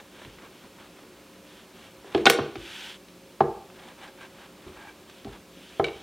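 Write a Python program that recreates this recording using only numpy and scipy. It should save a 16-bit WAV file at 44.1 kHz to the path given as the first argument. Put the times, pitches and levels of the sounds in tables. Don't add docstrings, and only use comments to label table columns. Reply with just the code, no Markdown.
import sys
import numpy as np
from scipy import signal
from scipy.fft import rfft, irfft
from scipy.io import wavfile

SR = 44100
rng = np.random.default_rng(int(sys.argv[2]) if len(sys.argv) > 2 else 0)


def output_pcm(signal):
    pcm = np.clip(np.atleast_2d(signal).T, -1, 1) * 32767
    wavfile.write(sys.argv[1], SR, np.round(pcm).astype(np.int16))


N = 265482
TIME = np.arange(N) / SR


def from_db(db):
    return 10 ** (np.asarray(db) / 20)


def rms_one(x):
    return x / np.sqrt(np.mean(x ** 2) + 1e-20)


def at_hz(points, hz, axis=1):
    points = np.array(points)
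    return np.interp(np.log(np.maximum(hz, 1)), np.log(points[:, 0]), points[:, axis])


def shape_spectrum(spectrum, size):
    return from_db(at_hz(spectrum, np.fft.rfftfreq(size, 1 / SR)))


def noise(spectrum, size=N):
    white = rng.standard_normal(size)
    return irfft(rfft(white) * shape_spectrum(spectrum, size), size)


def drift(rate):
    return rms_one(np.interp(TIME * rate, np.arange(8192), rng.standard_normal(8192)))


def low_pass(x, hz, order=2):
    return signal.sosfilt(signal.butter(order, hz, fs=SR, output="sos"), x)


def high_pass(x, hz, order=2):
    return signal.sosfilt(signal.butter(order, hz, "high", fs=SR, output="sos"), x)


def resonance(x, hz, width):
    radius = np.exp(-np.pi * width / SR)
    zeros = np.array([1, 0, -1]) * (1 - radius * radius) / 2
    poles = [1, -2 * radius * np.cos(2 * np.pi * hz / SR), radius * radius]
    return signal.lfilter(zeros, poles, x)


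def fade(t, t60):
    return np.exp(-np.log(1000) * t / t60)


def ring(modes, t, spread_db=0, travel_s=0):
    out = 0
    for hz, db, t60 in modes:
        age = np.maximum(t - travel_s * np.sqrt(1000 / hz), 0)
        gain = from_db(db + spread_db * rng.normal())
        out = out + gain * np.sin(2 * np.pi * hz * age) * fade(age, t60)
    return out


def add(out, s, sound):
    start = int(s * SR)
    out[start:start + len(sound)] += sound[:N - start]


def push(start, length, peak_share, roundness):
    phase = np.interp(TIME, start + length * np.array([0, peak_share, 1]), [0, .5, 1])
    return (4 * phase * (1 - phase)) ** roundness


# frequency in Hz, relative level in dB.
STOVE_COLOUR = [(15, -61), (25, -52), (48, -10.5), (152, -7), (188, 0), (322, -7.5), (368, 2.5), (445, -8),
                (552, -6.5), (762, -12.5), (997, -12), (2060, -17.5), (2300, -15), (3530, -17.5),
                (15500, -30.5)]
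# frequency in Hz, level in dB rms about which it wavers.
STOVE_HUM = [(59.2, -75.5), (178, -67.5), (270, -73), (301, -65.5), (361, -73), (539, -63)]
FAN_DB = -51.88


def stove():
    hum = 0
    for hz, db in STOVE_HUM:
        wander = 0.97 * drift(9.8)
        line = np.sqrt(2) * np.sin(2 * np.pi * hz * TIME + wander)
        hum = hum + from_db(db) * line * from_db(2.6 * drift(7.1))
    return from_db(FAN_DB) * rms_one(noise(STOVE_COLOUR)) + hum


# frequency in Hz, level in dB, decay t60 in seconds.
ROOM_TAIL = [(60, -1, 0.95), (169, -15.5, 0.59), (380, 1, 0.33), (560, -13.5, 0.51), (850, -11, 0.65),
             (1600, -10, 0.42), (3340, -13.5, 0.67), (7100, -6, 0.21), (15000, -13, 0.096)]
# delay in seconds, level in dB.
NEAR_ECHOES = [(.0028, -20), (.0078, -20.5), (0.0136, -15), (.0350, -19.5)]


def kitchen(x):
    t, edges = TIME[:SR], np.geomspace(45, 16000, 13)
    response = np.zeros(len(t))
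    build_up = 1 - np.exp(-(t / 0.015) ** 2)
    for low, high in zip(edges, edges[1:]):
        hz = np.sqrt(low * high)
        band_filter = signal.butter(2, [low, high], "band", fs=SR, output="sos")
        band = signal.sosfilt(band_filter, rng.standard_normal(len(t)))
        tail = band * fade(t, at_hz(ROOM_TAIL, hz, axis=2)) * build_up
        band_share = np.sqrt(2 * (high - low) / SR / len(t))
        response += from_db(at_hz(ROOM_TAIL, hz)) * rms_one(tail) * band_share
    for delay, db in NEAR_ECHOES:
        response[int(delay * SR)] += from_db(db)
    return signal.fftconvolve(x, low_pass(response, 11670))[:N]


# time in seconds, level in dB.
WEIGHT_SHIFTS = [(0.26, -29), (2.565, -24), (3.414, -27), (3.48, -28), (5.262, -23.5), (5.805, -37)]
# frequency in Hz, level in dB, decay t60 in seconds.
WORKTOP_MODES = [(53.3, -1.5, 0.19), (66.4, 0, 0.12), (112.5, 9, 0.083)]


def thuds():
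    out, t = np.zeros(N), TIME[:SR // 2]
    swing_up = (1 - np.exp(-t / 0.034)) ** 2
    for s, db in WEIGHT_SHIFTS:
        add(out, s, from_db(db) * ring(WORKTOP_MODES, t) * swing_up)
    return high_pass(out, 35)


# frequency in Hz, relative level in dB.
FLOUR_COLOUR = [(350, -49), (600, -29), (726, -18), (927, -10), (1140, -18), (1530, -6), (1990, -9.5),
                (3330, -3), (4030, -12.5), (11600, -29), (15500, -37)]
# start in seconds, length in seconds, level in dB.
DOUGH_SLIDES = [(0.07, 0.33, -58), (0.504, 0.13, -59), (1.433, .22, -55), (1.724, .18, -55.5),
                (2.556, 0.42, -41), (5.06, 0.18, -57), (5.5, 0.35, -52.5), (5.863, 0.21, -53)]


def dough():
    sliding = sum(from_db(db) * push(start, length, peak_share=0.67, roundness=0.73)
                  for start, length, db in DOUGH_SLIDES)
    return rms_one(noise(FLOUR_COLOUR)) * from_db(0.61 * drift(240)) * sliding


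# frequency in Hz, relative level in dB.
SKIN_COLOUR = [(150, -6.5), (400, -3), (1000, 0.5), (1700, -3.5), (3600, -6), (5000, -19.5), (9000, -22.5),
               (16000, -52)]
# frequency in Hz, width in Hz, relative level in dB.
TUBE_AIR = [(843, 96, -6), (1608, 56, 4.5), (2310, 52, -1)]
# start in seconds, length in seconds, level in dB, hollow of the tube in dB above that level.
PALM_STROKES = [(-0.05, 0.068, -44, -6), (0.125, .16, -51.5, -13), (0.388, 0.1, -52.5, -8),
                (0.604, .08, -55, -20), (0.738, 0.15, -52.5, -22), (0.922, 0.1, -56.5, -20),
                (1.72, 0.2, -56.5, -14), (2.03, 0.23, -45.5, -25), (3.725, 0.23, -49, -17),
                (3.964, 0.15, -46.5, -10), (4.166, .11, -47, -7), (4.321, 0.17, -51, -16),
                (4.567, 0.31, -53, -20), (4.753, .18, -53, 2), (5.262, 0.13, -51.5, -22)]
# start in seconds, end in seconds.
ROLLING_SPANS = [(0, 2.5), (3.68, 5.45)]
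ROLLING_DB, ROLLING_EDGE_S = -63, 0.029


def palm():
    rolling = 0
    for start, end in ROLLING_SPANS:
        rolling = rolling + np.clip(np.minimum(TIME - start, end - TIME) / ROLLING_EDGE_S, 0, 1)
    pressure, hollow = from_db(ROLLING_DB) * rolling, 0
    for start, length, db, hollow_db in PALM_STROKES:
        stroke = from_db(db) * push(start, length, peak_share=0.67, roundness=1)
        pressure = np.hypot(pressure, stroke)
        hollow = hollow + from_db(hollow_db) * stroke
    skin = rms_one(noise(SKIN_COLOUR))
    brushing = skin * from_db(2.2 * drift(150)) * pressure
    column = sum(from_db(db) * resonance(skin, hz, width) for hz, width, db in TUBE_AIR)
    return brushing + rms_one(column) * hollow


# frequency in Hz, relative level in dB.
CRACK_COLOUR = [(100, -3), (400, 4.5), (570, -13), (1100, 4), (2000, 2.5), (3700, 4), (5000, -2.5),
                (8000, -6.5), (13000, -8.5), (16000, -10)]


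def crack(t, t60):
    return noise(CRACK_COLOUR, size=len(t)) * fade(t, t60)


# time in seconds, level in dB, cut-off in Hz.
SOFT_PATS = [(0.256, -24, 370), (0.433, -31, 895), (0.636, -34.5, 1080), (1.030, -32, 885),
             (3.855, -34, 305), (4.665, -22, 480), (4.689, -24.5, 480), (5.568, -27.5, 456)]


def pats():
    out, t = np.zeros(N), TIME[:SR // 4]
    onset = 1 - np.exp(-t / 0.00083)
    for s, db, cut_hz in SOFT_PATS:
        bump = crack(t, t60=0.12) * onset
        add(out, s, from_db(db) * low_pass(bump, cut_hz, order=3))
    return out


# time in seconds, level in dB, contact cut-off in Hz, ringing of the tube in dB.
RIM_TICKS = [(0.249, -34, 3460, -50), (0.3857, -38.5, 2800, -60), (0.4234, -47, 6000, -58),
             (2.1476, -16, 3430, -36), (2.1776, -28, 4300, -40), (2.267, -17.5, 13100, -42),
             (2.5559, -28.5, 4160, -42), (3.084, -43, 5000, -53), (3.4052, -23.5, 3360, -38),
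             (3.7000, -39, 2460, -58), (5.098, -41, 7000, -55), (5.2470, -40.5, 6070, -58),
             (5.7965, -27.5, 3000, -52), (5.8419, -25.5, 3860, -0.5), (5.8440, -32.5, 9000, -30),
             (5.867, -31, 3950, -26), (5.8840, -27, 3180, -31)]
# frequency in Hz, level in dB, decay t60 in seconds.
TUBE_MODES = [(1505, -33.5, 0.1), (2300, -18.5, 0.061), (2460, -40, .03), (2690, -35, 0.067),
              (3120, -29.5, 0.057), (2900, -29, 0.056), (3830, -26, 0.03), (3900, -35, 0.026)]


def ticks():
    out, t = np.zeros(N), TIME[:SR // 2]
    for s, db, contact_hz, tube_db in RIM_TICKS:
        click = from_db(db) * low_pass(crack(t, t60=0.034), contact_hz, order=3)
        tube = from_db(tube_db) * ring(TUBE_MODES, t, travel_s=0.00197)
        add(out, s, click + tube)
    return out


# frequency in Hz, level in dB, decay t60 in seconds.
BOARD_MODES = [(109.6, -38, 0.56), (147.8, -27, 0.25), (206, -16, 0.069), (673, -29, 0.19),
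               (702.7, -14, 0.095), (778, -8, 0.057), (840, -25, 0.2), (1063, -21.5, 0.049),
               (1157, -23.5, 0.045), (1330, -22, 0.053), (1505, -21.5, 0.072), (1570, -14, 0.014),
               (1870, -27.5, 0.073), (2158, -20, 0.066), (2310, -33, 0.074), (2960, -41, .04),
               (3570, -36, 0.061), (3820, -42, 0.067)]
# frequency in Hz, level in dB, decay t60 in seconds.
BOOM_MODES = [(349.8, -18, 0.14), (386.8, -4.5, 0.046), (454.5, -12.5, 0.035), (475, -20, 0.06)]
BOOM_DELAY_S, BOOM_RISE_S = 0.0045, 0.0035
# time in seconds, strength in dB, bass edge in Hz, contact cut-off in Hz,
# pitch favoured by the struck spot in Hz, its boost in dB, dense crack in dB.
PIN_KNOCKS = [(2.0440, -40.5, 200, 1500, 382, 15, 2), (2.148, -9.5, 102, 1000, 321, 13.5, 3),
              (2.1765, -28, 240, 1280, 330, 24.5, -4), (2.208, -39, 101, 1210, 210, 24, 1),
              (2.2558, -10.5, 218, 6350, 397, 6.5, 4), (2.2643, -6.5, 252, 3980, 3040, 2.5, 2),
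              (2.2681, -2, 237, 2980, 1470, 9.5, -1), (2.2985, -10.5, 357, 15300, 470, 15.5, 3),
              (2.3872, -13, 180, 1320, 338, 6.5, 7), (2.396, -24, 80, 242, 109, 23, -8),
              (2.5550, -31, 90, 1290, 319, 18, -25), (3.4056, -5, 100, 1033, 854, 9.5, 7),
              (5.251, -26, 90, 547, 200, 9.5, 9.5), (5.269, -29.5, 90, 840, 220, 6.5, 2),
              (5.7966, -9, 100, 1240, 420, 5.5, 0), (5.841, -38, 130, 480, 415, 9, -9)]


def knocks():
    out, t = np.zeros(N), TIME[:SR // 2]
    late = np.maximum(t - BOOM_DELAY_S, 0)
    swell = 1 - np.exp(-late / BOOM_RISE_S)
    for s, db, bass_hz, contact_hz, spot_hz, spot_db, crack_db in PIN_KNOCKS:
        blow = ring(BOARD_MODES, t, spread_db=3.5, travel_s=0.00077)
        blow = blow + swell * ring(BOOM_MODES, late)
        blow = blow + from_db(crack_db) * crack(t, t60=0.04)
        blow = blow + (from_db(spot_db) - 1) * resonance(blow, spot_hz, 0.15 * spot_hz)
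        softened = low_pass(blow, contact_hz, order=4)
        add(out, s, from_db(db) * high_pass(softened, bass_hz))
    return high_pass(out, 65)


# frequency in Hz, level in dB.
SIDE_COLOUR = [(60, -50), (250, -67), (500, -32), (1000, -34), (2000, -76), (4000, -25), (8000, -10),
               (15000, -9)]


def two_microphones(x):
    side = irfft(1j * rfft(x) * shape_spectrum(SIDE_COLOUR, N), N)
    balance = from_db([[-.15], [.15]])
    return x * balance + side * [[1], [-1]]


def scene():
    blows = knocks() + ticks() + pats()
    sound = stove() + thuds() + dough() + palm() + blows + kitchen(blows)
    hiss = from_db(-66) * rng.standard_normal((2, N))
    return two_microphones(sound) + hiss


def record(dry):
    rounded = dry / (1 + (dry / .9) ** 6) ** (1 / 6)
    top_cut = signal.ellip(10, .1, 80, 15800, fs=SR, output="sos")
    return signal.sosfilt(top_cut, high_pass(rounded, 32))


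dry = scene()
out = record(dry)
output_pcm(out)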